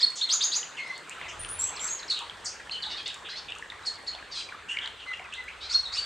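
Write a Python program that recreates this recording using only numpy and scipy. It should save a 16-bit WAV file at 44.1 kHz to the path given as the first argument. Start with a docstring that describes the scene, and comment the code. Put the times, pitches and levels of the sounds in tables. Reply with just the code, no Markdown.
"""A rising wheeze and a scooped tweet open over a soft outdoor rush, then a sunbird twitters on in a leafy tree.
Its syrinx is a pitch-gliding oscillator, roughened for rasp, chopped for buzz, or replaced by noise bands;
foliage adds decaying noise echoes. Dry pips and ticks, short decaying tones with noise clicks, sound close by.
Behind lie shaped noise and a low rumble that swells near 1.4 s and then mixes with the hum of a distant engine,
made of wavering sines."""
import sys
import numpy as np
from scipy import signal
from scipy.fft import rfft, irfft, next_fast_len
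from scipy.io import wavfile
from scipy.ndimage import uniform_filter1d, map_coordinates

SR = 44100
rng = np.random.default_rng(int(sys.argv[2]) if len(sys.argv) > 2 else 0)


def dump_mix(stems):
    """Bounce the given channels to the path in sys.argv[1] as a 16-bit WAV at rate SR."""
    frames = np.atleast_2d(stems).T  # one column per channel
    limited = np.clip(frames, -1, 1)  # hard clip at full scale
    pcm = np.round(limited * 32767).astype(np.int16)
    wavfile.write(sys.argv[1], SR, pcm)


N = 266805  # samples
TOP_HZ = 15720  # upper band limit

# Table levels stand before later gains, filters and mixing; spectra are relative, per Hz of bandwidth.
# background air: (time [s], low rush level [dB], rush level [dB], hiss level [dB])
AIR_LEVELS = [(0.0, -60, -51.5, -47), (0.37, -58.5, -47, -53), (1.04, -56.5, -48, -52.5),
              (1.87, -56, -43.5, -49), (2.17, -57.5, -49.5, -52.5), (5.43, -60, -50.5, -56.5),
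              (6.05, -61.5, -47.5, -51)]
# spectrum of the low rush: (frequency [Hz], density [dB])
LOW_RUSH_SPECTRUM = [(60, -40), (130, -2), (250, -3.5), (440, 2.5), (800, -6), (1600, -44)]
# spectrum of the main rush: (frequency [Hz], density [dB])
RUSH_SPECTRUM = [(250, -22.5), (600, -3), (1000, 4.5), (1500, 5), (2400, -0.5), (3400, -1.5), (4400, -8),
                 (8800, -46.5), (15500, -56)]
# spectrum of the hiss: (frequency [Hz], density [dB])
HISS_SPECTRUM = [(3000, -16.5), (5000, -5), (8500, -2.5), (10500, -19.5), (15500, -27.5)]
# left-right likeness of the background noise: (frequency [Hz], correlation [0-1])
STEREO_LIKENESS = [(60, .99), (150, 0.82), (500, 0.65), (1200, 0.81), (4000, 0.83), (12000, 0.73)]
# rumble: (time [s], level [dB])
RUMBLE_LEVELS = [(0.0, -68), (0.03, -77), (1.13, -70), (1.43, -46), (1.79, -61.5), (5.54, -61.5),
                 (5.63, -58), (6.05, -55)]
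# spectrum of the rumble noise: (frequency [Hz], density [dB])
RUMBLE_SPECTRUM = [(15, -20.5), (30, -3), (60, 0), (95, 2), (135, -11), (250, -25.5), (600, -85)]
# engine lines: (frequency [Hz], level [dB])
ENGINE_LINES = [(47, -1.5), (64, 1.5), (80, -9), (95, -0.5)]

# rising wheezes that lead into a tweet or a chup: (time [s], length [s], middle pitch [Hz], level [dB])
WHEEZES = [(-.01, 0.034, 4570, -31.5), (3.85, 0.015, 4830, -40.5), (4.064, 0.0168, 4600, -43),
           (5.692, .056, 4900, -34), (5.919, 0.047, 4780, -35.5)]
WHEEZE_GLIDE, WHEEZE_RASP, WHEEZE_RICHNESS = 0.48, 0.362, 0.14  # octaves, 0-1, 0-1
WIDE_SPACING_HZ = 2460  # between the partials of wheezes and chups
# low nasal notes with strong harmonics: (time [s], length [s], middle pitch [Hz], level [dB])
NASALS = [(0.78, 0.069, 2115, -37), (0.862, 0.07, 2070, -39.5), (5.062, 0.072, 2048, -40.5),
          (5.363, 0.064, 2018, -42.5)]
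NASAL_GLIDE, NASAL_RASP, NASAL_RICHNESS = -0.04, 0.06, 0.2  # octaves, 0-1, 0-1
# buzzes, a strong partial flanked by close weaker ones:
# (time [s], length [s], middle pitch [Hz], glide [octaves], level [dB])
BUZZES = [(2.896, 0.047, 3710, -.04, -36), (2.976, 0.038, 3244, -0.08, -39.5),
          (3.057, 0.02, 3655, 0.074, -31.5), (3.289, 0.04, 4090, 0.11, -39.5),
          (3.353, 0.04, 4360, 0.23, -39.5), (4.311, 0.057, 4340, -0.258, -40.5),
          (4.351, 0.067, 4024, -0.098, -36), (5.604, .07, 3975, 0.198, -40.5)]
BUZZ_SPACING_HZ, BUZZ_RASP, BUZZ_RICHNESS = 791, 0.15, 0.44
# chups, which sag onto one pitch: (time [s], length [s], level [dB])
CHUPS = [(3.864, 0.028, -30.5), (4.07, 0.0333, -32.5)]
CHUP_HZ, CHUP_RASP, CHUP_RICHNESS = (4750, 4290, 4350), 0.089, 0.092  # start, middle, end

# tweets scoop up to a pure held tone:
# (time [s], hold [s], held pitch [Hz], held level [dB], scoop level [dB])
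TWEETS = [(.026, 0.028, 4342, -16.5, -30.5), (.222, 0.026, 4253, -27, -27),
          (5.743, .03, 4312, -19.5, -36.5), (5.979, 0.025, 4575, -27.5, -33.5)]
SCOOP_S, SCOOP_LEAD_S = 0.017, 0.012
SCOOP_FROM, SCOOP_MIDDLE = 0.73, 0.89  # pitches as shares of the held tone
SCOOP_RASP, PURE_RASP = 0.16, 0.027
# steep upslurs, a husky climb that breaks into a louder top:
# (time [s], climb length [s], top length [s], top level [dB])
UPSLURS = [(.289, 0.035, 0.026, -23.5), (.404, 0.033, 0.024, -25), (.513, .038, 0.0287, -28)]
CLIMB_HZ, TOP_NOTE_HZ = (3103, 4280, 5170), (5710, 6650, 6990)  # start, middle, end
CLIMB_DB, OVERLAP_S = -2.5, 0.0024  # climb relative to top; overlap of the two
CLIMB_RASP, TOP_RASP = 0.28, 0.16
# slurred and level notes, with two fading echoes of tweets:
# (time [s], length [s], middle pitch [Hz], glide [octaves], level [dB])
SLURS = [(.768, 0.026, 2684, -0.41, -39), (.824, .088, 5160, 0.56, -59), (.932, .04, 4330, .2, -47.5),
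         (1.104, .026, 2670, .5, -43.5), (1.212, 0.069, 2420, -0.6, -46),
         (2.097, 0.035, 4070, -0.35, -26.5), (2.71, 0.016, 4266, 0.11, -33),
         (2.722, 0.05, 3035, -0.027, -35), (2.822, .024, 3850, -0.59, -32.5),
         (2.851, .02, 3900, 0.22, -36.5), (2.965, 0.022, 4380, .3, -41), (4.684, 0.055, 2848, .12, -34),
         (4.81, 0.045, 3214, -0.19, -38), (4.991, 0.052, 2980, -0.23, -45), (5.132, .01, 2885, -0.105, -34),
         (5.32, 0.038, 3246, 0.74, -41), (5.476, 0.017, 2236, .9, -38.5), (5.793, 0.02, 4295, 0, -32.5),
         (5.85, 0.029, 3790, -.1, -35.5), (5.951, 0.047, 2860, 0.29, -41), (6.018, .04, 4570, 0, -43)]
EARLY_SHARE = 0.56  # share of a glide done by mid-note
STEADY_RASP, RASP_PER_OCTAVE, MOST_RASP = 0.09, 0.48, 0.21  # sliding roughens the tone
# thin, very high whistles: (time [s], length [s], middle pitch [Hz], level [dB])
THIN_WHISTLES = [(1.392, 0.029, 9230, -37.5), (1.481, 0.07, 9760, -37.5), (1.587, .066, 7620, -29),
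                 (1.793, .056, 7450, -37), (1.84, 0.022, 7560, -30.5), (1.891, 0.057, 6604, -35.5)]
THIN_GLIDE, THIN_RASP = 0.076, 0.13  # octaves, 0-1
# lower line sung by the other side of the syrinx: (time [s], length [s], level [dB])
UNDERTONES = [(1.601, 0.093, -46), (1.805, .1, -45)]
UNDER_HZ, UNDER_GLIDE = 6180, 0.23  # middle pitch, octaves

# sharp lisps in the harsh notes: (time [s], length [s], level [dB])
LISPS = [(0.153, 0.031, -47), (.286, 0.026, -48), (2.097, 0.033, -48), (2.444, 0.03, -41),
         (3.858, 0.026, -46), (4.34, 0.092, -52.5), (4.685, 0.048, -53), (5.952, 0.053, -47)]
LISP_HZ, LISP_WIDTH_HZ = 7360, 3500
# toneless rasps, wider the higher they lie: (time [s], length [s], centre [Hz], level [dB])
RASPS = [(0.154, 0.043, 6270, -41), (0.161, .07, 3790, -42), (1.278, 0.034, 2620, -42.5),
         (1.281, 0.028, 6350, -47.5), (2.149, 0.083, 3230, -41.5), (2.204, .032, 1012, -40),
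         (2.452, 0.035, 5540, -35.5), (3.084, 0.027, 3200, -41), (3.245, 0.039, 3144, -42.5),
         (3.483, 0.022, 3034, -38.5), (4.691, 0.21, 1786, -48)]
RASP_WIDTH = 0.44  # share of the centre
# turbulence in the bird's throat: (frequency [Hz], density [dB])
HUSK_SPECTRUM = [(600, -18), (1500, -13), (3500, 12), (8500, 8.5), (10500, -31), (15000, -25)]

# close pips: (time [s], peak level [dB], nominal pitch [Hz], decay length [s])
PIPS = [(0.63, -27, 2930, 0.0066), (1.214, -23, 2010, 0.0028), (1.4484, -22, 2980, 0.002),
        (1.7948, -25.5, 3430, 0.0035), (2.031, -27.5, 3780, 0.0036), (2.2972, -25, 3270, 0.0051),
        (2.696, -23, 2750, 0.0027), (3.5216, -20, 2830, 0.0035), (3.551, -31, 2670, 0.0051),
        (3.625, -24, 1780, 0.0053), (3.66, -34, 1760, 0.004), (3.701, -26.5, 3610, 0.0057),
        (3.721, -29, 1950, 0.0056), (4.1505, -27, 3530, 0.0031), (4.2263, -31, 1660, 0.0058),
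        (4.524, -26.5, 1520, 0.0045), (4.771, -17, 2225, 0.0064), (4.788, -19, 2940, 0.0065),
        (4.8595, -23.5, 3900, 0.0035), (4.875, -20.5, 3100, 0.0034), (5.136, -28.5, 1930, 0.0064),
        (5.1956, -25, 2190, 0.0035)]
PIP_DB, PIP_SETTLES = -3.5, 0.911  # gain; share of the nominal pitch on which a pip ends
# dry high ticks: (time [s], peak level [dB])
TICKS = [(0.979, -35.5), (1.0957, -29.5), (1.491, -33.5), (2.191, -30), (3.0795, -31), (3.1438, -32.5),
         (3.5854, -36), (4.877, -40), (5.3393, -36)]
TICK_S, TICK_HZ, TICK_DB = 0.00063, 7060, 2.5  # decay length, end pitch, gain
# tone colour of the ticks: (frequency [Hz], gain [dB])
TICK_COLOUR = [(1000, -1.5), (8500, 4.5), (11000, -11), (15500, -14)]
# onsets of quick falling chips: (time [s])
CHIP_TIMES = [1.761, 1.877, 1.989, 2.079]
CHIP_S, CHIP_DB = 0.018, -41


def amp(db):
    """Decibel law: 20 dB is a tenfold amplitude ratio."""
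    return 10 ** (np.asarray(db) / 20)


def unit(x):
    """Normalisation of effective amplitude: scale to rms 1."""
    return x / np.sqrt(np.mean(np.abs(x) ** 2) + 1e-20)


def along(points, hz):
    """Logarithmic frequency scale: interpolate (Hz, value) points along it."""
    f, v = np.transpose(points)
    return np.interp(np.log(hz + 1), np.log(f + 1), v)


def curves(rows):
    """Piecewise-linear envelopes: one curve for each column after the time."""
    s, *cols = np.transpose(rows)
    return [np.interp(np.arange(N) / SR, s, c) for c in cols]


def wobble(rate, size=N):
    """Band-limited fluctuation: spline through random knots, rate of them a second."""
    knots = rng.standard_normal(int(size * rate / SR) + 4)
    return map_coordinates(knots, [np.arange(size) * rate / SR])


def filtered(x, response):
    """Linear filtering: multiply the spectrum by a response of frequency."""
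    m = next_fast_len(N + SR // 2)
    return irfft(rfft(x, m) * response(np.fft.rfftfreq(m, 1 / SR)), m)[..., :N]


def add(track, s, sound):
    """Superposition: sum a sound into the track at time s."""
    start = round(s * SR)
    part = sound[max(-start, 0):max(N - start, 0)]
    track[max(start, 0):][:len(part)] += part


def rush(spectrum, patchy_db):
    """Random noise with patchy gain; mid and side shares set the interchannel correlation."""
    z = signal.stft(rng.standard_normal((2, N)), nperseg=512)[2]
    field = uniform_filter1d(rng.standard_normal(z.shape[1:]), size=5, axis=0)
    field = uniform_filter1d(field, size=8, axis=1)
    pair = signal.istft(z * amp(patchy_db * unit(field)), nperseg=512)[1][:, :N]

    def mid_side_response(hz):
        angle = np.arccos(np.clip(along(STEREO_LIKENESS, hz), -1, 1)) / 2
        return amp(along(spectrum, hz)) * [np.cos(angle), np.sin(angle)]

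    mid, side = filtered(pair, mid_side_response)
    return unit(np.array([mid + side, mid - side]))


def air(low_db=1, rush_db=2, hiss_db=-7.5):
    """Broadband noise by bands: a low body, the main rush and a thin hiss, each with its own level curve."""
    low_level, rush_level, hiss_level = curves(AIR_LEVELS)
    hiss = rush(HISS_SPECTRUM, patchy_db=1.5)
    low_rush = rush(LOW_RUSH_SPECTRUM, patchy_db=1.8)
    main_rush = rush(RUSH_SPECTRUM, patchy_db=2.5)
    return (amp(low_level + low_db) * low_rush
            + amp(rush_level + rush_db + wobble(12)) * main_rush
            + amp(hiss_level + hiss_db) * hiss)


def engine_hum():
    """Line spectrum: steady frequencies whose strengths and phases waver."""
    t = np.arange(N) / SR
    lines = np.zeros(N)
    for hz, db in ENGINE_LINES:
        lines += amp(db + 3.2 * wobble(3.1)) * np.sin(2 * np.pi * hz * t + 0.6 * wobble(2.16))
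    return unit(lines)


def rumble(noise_db=-1, hum_db=-2):
    """Power-sharing crossfade: low noise partly gives way to the hum of the far engine."""
    level, = curves(RUMBLE_LEVELS)
    hum_share = np.clip(curves([(1.6, 0), (2.2, 0.63)])[0], 0, 1)  # (time [s], power share)
    roar = rush(RUMBLE_SPECTRUM, patchy_db=1)
    noise_part = amp(noise_db) * np.sqrt(1 - hum_share) * roar
    return amp(level) * (noise_part + amp(hum_db) * np.sqrt(hum_share) * engine_hum())


def swell(length, rise=0.22, fall=0.23):
    """Pressure envelope of one note: rise, hold and rounded fall, as shares of its length."""
    u = np.linspace(0, 1, int(length * SR))
    return u, np.sin(np.pi / 2 * np.clip(np.minimum(u / rise, (1 - u) / fall), 0, 1))


def syrinx(length, start_hz, middle_hz, end_hz, rasp, jitter_hz=900, flutter_rate=1100, shimmer_db=9):
    """Frequency-modulated oscillator: phase and strength of an arched glide; rasp shakes both."""
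    u, pressure = swell(length)
    hz = np.polyval(np.polyfit([0, 1 / 2, 1], [start_hz, middle_hz, end_hz], 2), u)
    hz = hz + rasp * jitter_hz * wobble(flutter_rate, len(u))
    shimmer = unit(amp(rasp * shimmer_db * wobble(flutter_rate, len(u))))
    return 2 * np.pi * np.cumsum(hz) / SR, np.sqrt(2) * pressure * shimmer


def glide(hz, octaves):
    """Exponential pitch scale: start, middle and end of a slide that slows as it goes."""
    return hz * 2 ** (-EARLY_SHARE * octaves), hz, hz * 2 ** ((1 - EARLY_SHARE) * octaves)


def chopped_notes():
    """Side partials by modulation: time, length, three pitches, level, rasp, spacing, richness of each note."""
    for s, length, hz, db in WHEEZES:
        yield s, length, *glide(hz, WHEEZE_GLIDE), db, WHEEZE_RASP, WIDE_SPACING_HZ, WHEEZE_RICHNESS
    for s, length, hz, db in NASALS:
        yield s, length, *glide(hz, NASAL_GLIDE), db, NASAL_RASP, hz, NASAL_RICHNESS
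    for s, length, hz, octaves, db in BUZZES:
        yield s, length, *glide(hz, octaves), db, BUZZ_RASP, BUZZ_SPACING_HZ, BUZZ_RICHNESS
    for s, length, db in CHUPS:
        yield s, length, *CHUP_HZ, db, CHUP_RASP, WIDE_SPACING_HZ, CHUP_RICHNESS


def chopped_tone(phase, middle_hz, spacing_hz, richness):
    """Amplitude modulation: a slower vibration chops the tone into a central and side partials."""
    r = np.clip(richness, 0, 0.85)  # each further side partial is weaker by this ratio
    # the chopping rate wavers, so the side partials are rougher than the central one
    waver = 2 * np.pi * np.cumsum(55 * wobble(450, len(phase))) / SR
    chop = 1 / (1 + r * r - 2 * r * np.cos(phase * spacing_hz / middle_hz + waver))
    return unit(chop * np.sin(phase)) / np.sqrt(2)


def whistles():
    """Near-sinusoidal oscillation: time, length, three pitches, level, rasp of each plain note."""
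    for s, _, hz, _, scoop_db in TWEETS:
        scoop_hz = SCOOP_FROM * hz, SCOOP_MIDDLE * hz, hz
        yield s - SCOOP_LEAD_S, SCOOP_S, *scoop_hz, scoop_db, SCOOP_RASP
    for s, climb, top, db in UPSLURS:
        yield s, climb, *CLIMB_HZ, db + CLIMB_DB, CLIMB_RASP
        yield s + climb - OVERLAP_S, top, *TOP_NOTE_HZ, db, TOP_RASP
    for s, length, hz, octaves, db in SLURS:
        rasp = min(STEADY_RASP + RASP_PER_OCTAVE * abs(octaves), MOST_RASP)
        yield s, length, *glide(hz, octaves), db, rasp
    for s, length, hz, db in THIN_WHISTLES:
        yield s, length, *glide(hz, THIN_GLIDE), db, THIN_RASP
    for s, length, db in UNDERTONES:
        yield s, length, *glide(UNDER_HZ, UNDER_GLIDE), db, THIN_RASP


def tweets(overtone_db=-36):
    """Harmonic superposition: pure held tones, with a weak octave, heard drier than the other notes."""
    out = np.zeros(N)
    for s, hold, hz, db, _ in TWEETS:
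        phase, strength = syrinx(hold, hz, hz, hz, PURE_RASP)
        add(out, s, amp(db) * strength * (np.sin(phase) + amp(overtone_db) * np.sin(2 * phase)))
    return out


def toneless_notes():
    """Narrow-band noise: time, length, centre, width, level of each lisp and rasp."""
    for s, length, db in LISPS:
        yield s, length, LISP_HZ, LISP_WIDTH_HZ, db
    for s, length, hz, db in RASPS:
        yield s, length, hz, RASP_WIDTH * hz, db


def toneless_sound(length, centre_hz, width_hz):
    """Random modulation of a carrier: a complex fluctuation spreads one frequency into a band."""
    u, pressure = swell(length, rise=0.16)
    chaos = wobble(width_hz, len(u)) + 1j * wobble(width_hz, len(u))
    return pressure * unit(np.real(chaos * np.exp(2j * np.pi * centre_hz * length * u)))


def song(overtone_db=-30, sheen_db=-29, sheen_hz=4000, husk_db=-9, treble_hz=10500, low_cut_hz=600):
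    """Superposition: all notes but the held tweets, thinned in the lows and softened in the high treble."""
    out, turbulence = np.zeros(N), np.zeros(N)
    for s, length, *pitch, db, rasp, spacing_hz, richness in chopped_notes():
        phase, strength = syrinx(length, *pitch, rasp)
        add(out, s, amp(db) * strength * chopped_tone(phase, pitch[1], spacing_hz, richness))
        add(turbulence, s, amp(db) * rasp * strength)
    for s, length, *pitch, db, rasp in whistles():
        phase, strength = syrinx(length, *pitch, rasp)
        overtone = amp(overtone_db) * np.sin(2 * phase)
        # a faint sheen lies a fixed step above each whistle
        sheen = amp(sheen_db) * np.sin(phase + 2 * np.pi * sheen_hz * np.arange(len(phase)) / SR)
        add(out, s, amp(db) * strength * (np.sin(phase) + overtone + sheen))
        add(turbulence, s, amp(db) * rasp * strength)
    for s, length, centre_hz, width_hz, db in toneless_notes():
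        add(out, s, amp(db) * toneless_sound(length, centre_hz, width_hz))
    # raspy notes carry a wide skirt of noise
    husk = unit(filtered(rng.standard_normal(N), lambda hz: amp(along(HUSK_SPECTRUM, hz))))
    out += amp(husk_db) * turbulence * husk

    def low_cut_and_treble_roll_off(hz):
        return hz ** 2 / (hz ** 2 + low_cut_hz ** 2) / np.sqrt(1 + (hz / treble_hz) ** 8)

    return filtered(out, low_cut_and_treble_roll_off)


def foliage(x, near_db, far_db, near_t60=0.3, far_t60=0.68, width=0.23):
    """Diffuse scattering: nearby leaves give a quick dense echo, farther trees a longer one."""
    t = np.arange(int(0.7 * SR)) / SR

    def decay(t60):
        return unit(amp(-60 * t / t60) * (1 - np.exp(-t / 0.0016))) / np.sqrt(len(t))

    envelope = np.hypot(amp(near_db) * decay(near_t60), amp(far_db) * decay(far_t60))
    tail = rng.standard_normal((2, len(t))) * envelope
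    mid, side = signal.fftconvolve(x[None], tail, axes=1)[:, :N]
    return np.array([mid + width * side, mid - width * side])


def pip(length, start_hz, end_hz, click_db, attack=0.000053, click_t60=0.018):
    """Transient oscillation: a sudden, quickly sliding tone under a Gaussian decay, with a noise click."""
    t = np.arange(SR // 20) / SR
    hz = end_hz + (start_hz - end_hz) * np.exp(-2 * t / length)
    envelope = np.exp(-(t / length) ** 2 * 2) * (1 - np.exp(-t / attack))
    tone = np.sin(2 * np.pi * np.cumsum(hz) / SR) * envelope
    return tone + amp(click_db - 60 * t / click_t60) * rng.standard_normal(len(t)) / 2


def pips(count=150, faint_db=-44, spread_db=4.5, faint_hz=1600, drop=1.206, pip_click_db=-21):
    """Transients of falling pitch, among a random scatter of faint ones that slide either way."""
    out = np.zeros(N)
    for s, db, hz, length in PIPS:
        end_hz = PIP_SETTLES * hz
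        add(out, s, amp(db + PIP_DB) * pip(length, drop * end_hz, end_hz, pip_click_db))
    times = rng.uniform(0, N / SR, count)
    for s, (size, pitch, slide, life) in zip(times, rng.standard_normal((count, 4))):
        hz = faint_hz * np.exp(0.42 * pitch)
        faint = pip(0.01 * np.exp(0.5 * life), hz, hz * np.exp(0.208 * slide), click_db=-5.5)
        add(out, s, amp(faint_db + spread_db * size) * faint)
    return out


def ticks(count=45, faint_db=-45, spread_db=4, drop=1.1, click_db=-8):
    """Very brief transients, hence broad spectra: clear high ticks and a random scatter of faint ones."""
    out = np.zeros(N)
    for s, db in TICKS:
        add(out, s, amp(db + TICK_DB) * pip(TICK_S, drop * TICK_HZ, TICK_HZ, click_db))
    times = rng.uniform(0, N / SR, count)
    for s, (size, pitch) in zip(times, rng.standard_normal((count, 2))):
        hz = TICK_HZ * np.exp(0.2 * pitch)
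        add(out, s, amp(faint_db + spread_db * size) * pip(TICK_S, drop * hz, hz, click_db))
    return filtered(out, lambda hz: amp(along(TICK_COLOUR, hz)))


def chips():
    """Downward frequency modulation: quick falling chips."""
    out = np.zeros(N)
    for s in CHIP_TIMES:
        phase, strength = syrinx(CHIP_S, start_hz=6260, middle_hz=4430, end_hz=4100, rasp=0.037)
        add(out, s, amp(CHIP_DB) * strength * np.sin(phase))
    return out


def dulled(x, dull_hz=8600):
    """Low-pass filtering: a steep roll-off softens the treble."""
    return filtered(x, lambda hz: 1 / np.sqrt(1 + (hz / dull_hz) ** 12))


def scene():
    """Direct-to-scattered ratio sets distance: bird in the leaves, tweets drier, pips and ticks close."""
    bird, held_tones = song(), tweets()
    close = dulled(pips() + chips()) + ticks()
    singer = amp(-0.5) * bird + foliage(bird, near_db=0.5, far_db=-13)
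    singer += held_tones + foliage(held_tones, near_db=-4, far_db=-18)
    return singer + close + foliage(close, near_db=-10, far_db=-8) + air() + rumble()


def record(dry):
    """Band limitation: nothing passes at or above the upper limit."""
    return filtered(dry, lambda hz: hz < TOP_HZ)


dry = scene()
out = record(dry)
dump_mix(out)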